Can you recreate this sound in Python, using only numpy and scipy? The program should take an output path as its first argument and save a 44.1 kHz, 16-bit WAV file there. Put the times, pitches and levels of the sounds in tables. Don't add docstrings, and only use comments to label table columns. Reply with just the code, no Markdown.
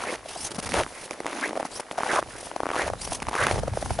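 import sys
import numpy as np
from scipy.fft import rfft, irfft, next_fast_len
from scipy.io import wavfile
from scipy.ndimage import map_coordinates

SR = 44100
rng = np.random.default_rng(int(sys.argv[2]) if len(sys.argv) > 2 else 0)


def unload_wav(signal):
    wavfile.write(
        sys.argv[1],
        SR,
        np.round(np.clip(np.atleast_2d(signal).T, -1, 1) * 32767).astype(np.int16),
    )


N = 176400

# (frequency [Hz], gain [dB])
RUSTLE_COLOUR = [(25, -19), (90, -56), (250, 5.5), (650, 1.5), (1300, -3), (2000, -6.5), (3800, -8),
                 (5800, -8), (7700, -12.5), (10000, -6.5), (11000, -8.5)]
# (start [s], end [s])
PAUSES = [(0.196, 0.28), (1.825, 1.905)]
# (time [s], level [dB])
RUMBLE_LEVELS = [(0, -55.5), (.5, -53), (.7, -43.5), (.83, -37), (.9, -62), (1.401, -65), (2.08, -66),
                 (2.18, -51), (2.621, -60), (2.92, -39), (3.301, -47), (3.55, -29.5), (3.75, -39.5),
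                 (4, -34)]
# (frequency [Hz], gain [dB])
RUMBLE_COLOUR = [(20, -22), (50, 2), (100, -3), (150, -4.5), (230, -12), (400, -23), (1500, -41)]
# (time [s], relative level [dB], grain pitch [Hz])
STEP_CRUNCHES = [
    [(0.0, -38.5, 1070), (0.138, -33, 950), (0.16, -40.5, 860)],
    [(0.735, -26.5, 1200), (0.809, -23, 990), (0.85, -53, 788)],
    [(1.27, -46, 770), (1.468, -30.5, 1440), (1.51, -52, 720)],
    [(1.975, -47.5, 780), (2.157, -22.5, 1240), (2.205, -35.5, 750)],
    [(2.68, -66, 809), (2.796, -27.5, 1070), (2.89, -39.5, 694)],
    [(3.32, -43, 1080), (3.416, -24, 1440), (3.6, -38.5, 647)],
]
# (frequency [Hz], gain [dB])
SNOW_PACK_COLOUR = [(80, -53), (170, -0.5), (280, -0.5), (600, 3.5), (900, 1), (1400, 0.5), (2000, 3.5),
                    (2700, 1.5), (3800, -3), (8000, -26)]
# (frequency [Hz], gain [dB])
FIZZ_COLOUR = [(1500, -21), (2600, 5), (4000, 5.5), (5500, 4.5), (6600, 5), (7800, -2), (9400, 5.5),
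               (11000, 4.5)]
# (time [s], relative level [dB], pitch [Hz], width [ms])
SNOW_SLIPS = [(0.0217, -27, 880, 1.6), (0.0382, -22, 1160, 2.1), (0.0728, -25, 860, 2.3),
              (0.2597, -28.0, 650, 4.3), (0.363, -26.5, 740, 6), (0.5881, -26.0, 760, 3.5),
              (0.7431, -12.5, 840, 0.86), (0.7752, -18, 710, 2.3), (0.8125, -18, 640, 2.7),
              (0.8349, -18, 1420, 0.65), (0.8647, -24.5, 1213, 0.82), (1.1109, -16, 690, 0.54),
              (1.2052, -19, 584, 1), (1.247, -22.5, 790, 0.53), (1.2588, -17, 920, 0.6),
              (1.2649, -21.5, 1030, 1.4), (1.283, -25.5, 660, 1.6), (1.324, -26, 890, 1.0),
              (1.331, -19.5, 1080, 0.82), (1.4623, -20, 684, 2.1), (1.4936, -21, 630, 1),
              (1.51, -24.0, 570, 2), (1.5318, -18.5, 670, 1.2), (1.5559, -20.5, 660, 1.1),
              (1.565, -21.5, 695, 3.1), (1.5756, -16.5, 580, 2.5), (1.6003, -17.5, 670, 2.6),
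              (1.6079, -19, 770, 2), (1.6293, -16, 780, 0.89), (1.6526, -21.5, 845, 3.2),
              (1.7981, -19.5, 720, 1.35), (1.9132, -16.0, 1070, 0.85), (1.9826, -19.5, 795, 3.3),
              (1.9871, -16, 720, 2.8), (2.0076, -18.0, 850, 1.4), (2.0345, -15.5, 1220, 1.4),
              (2.0641, -18.5, 870, 3.4), (2.1332, -12.5, 742, 1.1), (2.1416, -23, 844, 2.3),
              (2.1914, -14, 656, 3.9), (2.2273, -19, 850, 1.0), (2.4299, -31.5, 620, 2.1),
              (2.47, -29, 840, 2.3), (2.5154, -23, 860, 1.4), (2.5637, -14.5, 690, 1.76),
              (2.6045, -14.5, 684, 1.15), (2.634, -14, 676, 0.81), (2.6573, -19, 1030, 1.0),
              (2.6675, -12.5, 730, 0.62), (2.6904, -17, 808, 1), (2.704, -17, 910, 0.4),
              (2.7156, -17.5, 720, 1.9), (2.7368, -25.5, 1180, 7.3), (2.7467, -20.5, 840, 2.0),
              (2.7574, -14.5, 1100, 0.55), (2.7639, -15, 1000, 0.85), (2.821, -18.5, 670, 3.2),
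              (2.8665, -24.5, 677, 4.9), (2.8797, -18.5, 700, 2.2), (2.9017, -18.5, 720, 2.1),
              (2.936, -16.5, 673, 1.76), (3.076, -20, 802, 1.13), (3.1218, -18.5, 775, 3.3),
              (3.2225, -21, 970, 1.8), (3.2695, -24.5, 920, 1.3), (3.2864, -15.5, 970, 1.5),
              (3.3132, -24, 1000, 2), (3.3316, -20.5, 980, 1.9), (3.342, -23.0, 1205, 3),
              (3.3536, -11, 1250, 0.8), (3.3642, -20.0, 1167, 3.8), (3.4683, -11.5, 1350, 1.3),
              (3.5125, -11.0, 645, 1.7), (3.5602, -20.5, 600, 2.8), (3.581, -21, 610, 2.2),
              (3.5893, -17.5, 630, 2), (3.6347, -19, 632, 3.2), (3.6808, -16, 610, 3.1),
              (3.7371, -22, 790, 1.9), (3.7734, -16.5, 597, 2.9), (3.8272, -15, 715, 2.6),
              (3.8607, -19.5, 810, 1.4), (3.9079, -17, 810, 3.2), (3.9913, -14.5, 690, 3.6)]
# (frequency [Hz], gain [dB])
PUFF_COLOUR = [(120, 1), (300, 19), (1200, 16), (2200, 0.5), (3800, -2.5), (6000, -0.5), (7800, -7),
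               (10500, -1.5)]
# (start [s], length [s], start pitch [Hz], end pitch [Hz], level [dB])
SNOW_SQUEAKS = [(0.075, 0.038, 2000, 2350, -34), (0.919, .14, 1849, 2350, -47),
                (1.418, 0.046, 1500, 2042, -27), (2.089, .035, 1754, 1500, -24),
                (2.157, 0.044, 1200, 1112, -23), (2.29, .13, 1300, 1833, -48.5),
                (2.763, 0.079, 1450, 2092, -30), (3.376, 0.084, 1350, 1706, -24.5)]
# (start [s], length [s], level [dB], zip relative to hiss [dB], start pitch [Hz], end pitch [Hz])
LEG_SWISHES = [(.25, 0.11, -38.5, -10, 2026, 3500), (0.371, 0.11, -29.5, -9.5, 4700, 6660),
               (0.852, 0.22, -39, -25, 4000, 6070), (1.704, 0.086, -38, -7.5, 3800, 6200),
               (2.267, 0.24, -40, -20, 4420, 5800), (2.988, 0.075, -33.5, -8, 3700, 6200),
               (3.062, 0.11, -34, -13.5, 4530, 6500), (3.726, 0.14, -38, -18, 5380, 6500),
               (3.82, 0.15, -38.5, -17, 5130, 5600)]
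# (frequency [Hz], gain [dB])
CLOTH_COLOUR = [(100, -0.5), (250, -1.5), (600, -3.5), (900, 2.5), (1300, -8.5), (2000, -6.5), (3000, -4.5),
                (4200, -5.5), (5600, -3), (7700, -7.5), (9400, 0), (11000, -1.5)]
# (start [s], length [s], level [dB])
SOLE_SCUFFS = [(0.506, 0.02, -34), (0.546, 0.022, -35.5), (0.584, .021, -32.5), (0.626, 0.025, -33),
               (0.658, .023, -32), (0.69, 0.1, -34.5), (1.114, 0.028, -42.5), (1.648, 0.025, -36.5),
               (1.799, 0.0091, -30), (1.916, 0.01, -35), (3.222, 0.0076, -31), (3.288, 0.0079, -29),
               (3.855, 0.0097, -34.5)]
# (frequency [Hz], gain [dB])
SCUFF_COLOUR = [(80, -16), (200, 9.5), (700, 3), (1200, -1), (2500, -4), (4000, -5.5), (5800, -2.5),
                (7800, -10.5), (9500, -1.5), (11000, -4.5)]
# (time [s], half length [s], level [dB], pitch [Hz])
BOOT_THUDS = [(0.59, 0.0074, -32, 212), (0.727, 0.022, -31.5, 222.3), (1.444, 0.17, -40.5, 290)]
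# (time [s], peak level [dB])
MIC_BUMPS = [(0.666, -33), (2.282, -43), (2.352, -43.5), (2.925, -30), (3.11, -33), (3.279, -29.5),
             (3.426, -27), (3.543, -21), (3.567, -25), (3.597, -29), (3.663, -26.5), (3.726, -22),
             (3.919, -23)]
# (time [s], level [dB])
CRUST_CRACKS = [(0.7405, -12), (0.8357, -26), (1.1094, -19), (1.203, -23.5), (1.266, -18), (2.8204, -18.5),
                (2.88, -24), (3.2023, -23), (3.228, -21.5), (3.269, -25), (3.4679, -14), (3.5129, -15.5)]
# (frequency [Hz], gain [dB])
CRUST_COLOUR = [(150, -8), (300, -24), (1200, -7), (2200, 14), (3800, -6), (5600, -1), (7800, -9),
                (10500, -6)]
# (frequency [Hz], side gain [dB])
STEREO_WIDTH = [(100, -36), (500, -17.5), (1000, -16), (2000, -12.5), (4000, -11.5), (10000, -16)]


def amp(db):
    return 10 ** (np.asarray(db) / 20)


def unit(x):
    return x / np.sqrt(np.mean(x ** 2) + 1e-20)


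def clock():
    return np.arange(N) / SR


def filtered(x, gain):
    size = next_fast_len(N + 8192)
    return irfft(rfft(x, size) * gain(np.fft.rfftfreq(size, 1 / SR)), size)[..., :N]


def coloured(x, points):
    knots_hz, db = np.transpose(points)
    return filtered(x, lambda hz: amp(np.interp(np.log(hz + 1), np.log(knots_hz + 1), db)))


def noise(points):
    return unit(coloured(rng.standard_normal(N), points))


def wobble(rate):
    return map_coordinates(rng.standard_normal(N // 8), [clock() * rate], mode='wrap')


def fuzzy_tone(hz, width_hz):
    phase = 2 * np.pi * np.cumsum(hz) / SR
    return unit(wobble(width_hz) * np.sin(phase) + wobble(width_hz) * np.cos(phase))


def gate(start, end, edge_s):
    t = clock()
    return np.clip(np.minimum(t - start, end - t) / edge_s + .5, 0, 1)


def grains(per_s, pitch_hz, spread_db, scatter_octaves=0.79, decay_cycles=0.61):
    count = int(per_s * N / SR)
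    moment, strength, phase = rng.random((8000, 4))[:count, :3].T
    detune = np.clip(rng.standard_normal(8000)[:count], -2, 2)
    at = (moment * N).astype(int)
    hz = np.broadcast_to(pitch_hz, N)[at] * 2 ** (scatter_octaves * detune)
    offsets = np.arange(-128, 256)
    cycles = hz[:, None] * offsets / SR
    size = amp(-spread_db * np.log(1 - .95 * strength))
    envelope = np.exp(-np.abs(cycles / (decay_cycles * np.where(offsets < 0, .5, 1))) ** 1.01)
    waves = size[:, None] * envelope * np.cos(2 * np.pi * (cycles + phase[:, None]))
    fractures = np.bincount(((at[:, None] + offsets) % N).ravel(), waves.ravel(), N)
    return unit(coloured(fractures, SNOW_PACK_COLOUR))


def wood_rustle():
    mid, side = noise(RUSTLE_COLOUR), amp(-9) * noise(RUSTLE_COLOUR)
    return amp(-46.5) * np.array([mid + side, mid - side])


def settling_snow():
    return amp(-46) * grains(per_s=500, pitch_hz=1156, spread_db=4)


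def mic_rumble():
    times, db = np.transpose(RUMBLE_LEVELS)
    mid, side = [unit(amp(2.7 * wobble(27.75)) * noise(RUMBLE_COLOUR)) for _ in range(2)]
    side = coloured(side, [(30, -16), (70, -10), (130, -6)])
    return amp(np.interp(clock(), times, db)) * np.array([mid + side, mid - side])


def sole_chatter(load, rate_hz=134.8, jitter=.25, depth_db=4):
    phase = 2 * np.pi * np.cumsum(rate_hz * np.exp(jitter * wobble(rate_hz))) / SR
    depth = np.log(amp(depth_db)) / (1 + (load / amp(-26)) ** 2)
    return np.exp(depth * np.cos(phase)) / np.sqrt(np.i0(2 * depth))


def snow_crunch():
    t, load, pitch = clock(), np.zeros(N), np.full(N, 1156.)
    for step in STEP_CRUNCHES:
        times, db, hz = np.transpose(step)
        pressing = gate(times[0], times[-1], edge_s=0.0015)
        load += pressing * amp(np.interp(t, times, db))
        pitch = np.where(pressing > 0, np.interp(t, times, hz), pitch)
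    fizz = (load / amp(-28.5)) ** 0.55 * amp(-35 + 2.85 * wobble(250)) * noise(FIZZ_COLOUR)
    crisp = (load / amp(-17.5)) ** 0.12 * amp(-36.5) * grains(per_s=450, pitch_hz=1900, spread_db=0.5)
    dense = load * amp(-0.5) * grains(per_s=1300, pitch_hz=pitch, spread_db=3)
    return sole_chatter(load) * (dense + crisp) + fizz


def snow_creaks(sag=0.19, snap_hz=2023, snap_s=0.00038, give_hz=302, give_s=0.006):
    t, slips, puff_level = clock(), np.zeros(N), np.zeros(N)
    for at, db, hz, width_ms in SNOW_SLIPS:
        near = slice(max(0, int((at - .012) * SR)), int((at + .02) * SR))
        age, width, brightness = t[near] - at, width_ms / 1000, hz / 900
        snap_level = amp(-7) * min(brightness, 1) ** 2 * np.exp(-((age + 0.47 * width) / snap_s) ** 2)
        snap_cycles = snap_hz * age * np.exp(rng.normal(0, 0.19)) + rng.random()
        snap = snap_level * np.sin(2 * np.pi * snap_cycles)
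        after = np.maximum(age, 0)
        give_level = amp(-11.5) / max(width_ms, 1) / (1 + amp(db + 15.5))
        give_cycles = give_hz * after * np.exp(rng.normal(0, 0.093))
        give = give_level * np.exp(-after / give_s) * np.sin(2 * np.pi * give_cycles)
        flank_s = width * np.where(age < 0, 0.42, 0.9)
        cycles = hz * (age - sag * width * np.log(np.cosh(age / width)))
        body = np.exp(-(age / flank_s) ** 2) * np.cos(2 * np.pi * cycles + rng.normal(0, 0.48))
        slips[near] += amp(db - 0.5) * (give - body - snap)
        puff_level[near] += amp(db - 10) * brightness ** 0.56 * np.exp(-np.abs(age) / (1.44 * width))
    return slips + puff_level * noise(PUFF_COLOUR)


def snow_squeaks():
    t, level, pitch = clock(), np.zeros(N), np.zeros(N)
    for start, length, start_hz, end_hz, db in SNOW_SQUEAKS:
        progress = np.clip((t - start) / length, 0, 1)
        level += amp(db) * np.sqrt(np.abs(np.sin(np.pi * progress)))
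        pitch = np.where(t >= start, start_hz + (end_hz - start_hz) * progress, pitch)
    return level * unit(fuzzy_tone(pitch, width_hz=380) + fuzzy_tone(pitch, width_hz=1300))


def leg_swishes():
    t = clock()
    level, pitch, zip_level = np.zeros((3, N))
    for start, length, db, zip_db, start_hz, end_hz in LEG_SWISHES:
        progress = (t - start) / length
        swell_db = np.interp(progress, [0, 0.64, 1], [-8.5, 0, -2])
        swell = amp(db + swell_db) * gate(start, start + length, edge_s=0.022)
        loudest = swell > level
        pitch = np.where(loudest, start_hz + (end_hz - start_hz) * progress, pitch)
        zip_level = np.where(loudest, amp(zip_db), zip_level)
        level = np.maximum(level, swell)
    zip_tone = fuzzy_tone(pitch, width_hz=1100) + amp(-0.5) * fuzzy_tone(1.8 * pitch, width_hz=2200)
    return level * amp(3.4 * wobble(120)) * (noise(CLOTH_COLOUR) + zip_level * zip_tone)


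def sole_scuffs():
    level = sum(amp(db) * gate(start, start + length, edge_s=0.0031) for start, length, db in SOLE_SCUFFS)
    grit = amp(-8) * grains(per_s=1700, pitch_hz=1840, spread_db=15.5)
    return level * amp(3 * wobble(300)) * (noise(SCUFF_COLOUR) + grit)


def boot_thuds():
    t = clock()
    return sum(amp(db) * np.exp(-((t - at) / half_s) ** 2) * fuzzy_tone(np.full(N, hz), width_hz=170)
               for at, half_s, db, hz in BOOT_THUDS)


def mic_bumps(pitch_hz=98.3, half_s=0.0095):
    t, knocks = clock(), np.zeros((2, N))
    for at, db in MIC_BUMPS:
        phase = 2 * np.pi * rng.random() + rng.normal(0, 0.98, (2, 1))
        envelope = amp(db) * np.exp(-((t - at) / half_s) ** 2)
        knocks += envelope * np.cos(2 * np.pi * pitch_hz * (t - at) + phase)
    return knocks


def crust_cracks(decay_s=0.00081):
    t = clock()
    level = sum(amp(db) * np.exp(-np.abs(t - at) / np.where(t < at, decay_s / 5, decay_s))
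                for at, db in CRUST_CRACKS)
    return level * noise(CRUST_COLOUR)


def spread(x):
    side = coloured(x * unit(wobble(400)), STEREO_WIDTH)
    return np.array([x + side, x - side])


def scene():
    settling, rustle = settling_snow(), wood_rustle()
    pause_dip = amp(-3 * sum(gate(start, end, edge_s=0.0067) for start, end in PAUSES))
    snow = snow_creaks() + crust_cracks() + snow_crunch() + snow_squeaks() + pause_dip * settling
    walker = spread(snow + leg_swishes() + sole_scuffs() + boot_thuds())
    return walker + mic_bumps() + mic_rumble() + pause_dip * rustle


def record(dry):
    top_hz = 11050
    return filtered(dry, lambda hz: 1 / np.sqrt(1 + (hz / top_hz) ** 260))


dry = scene()
out = record(dry)
unload_wav(out)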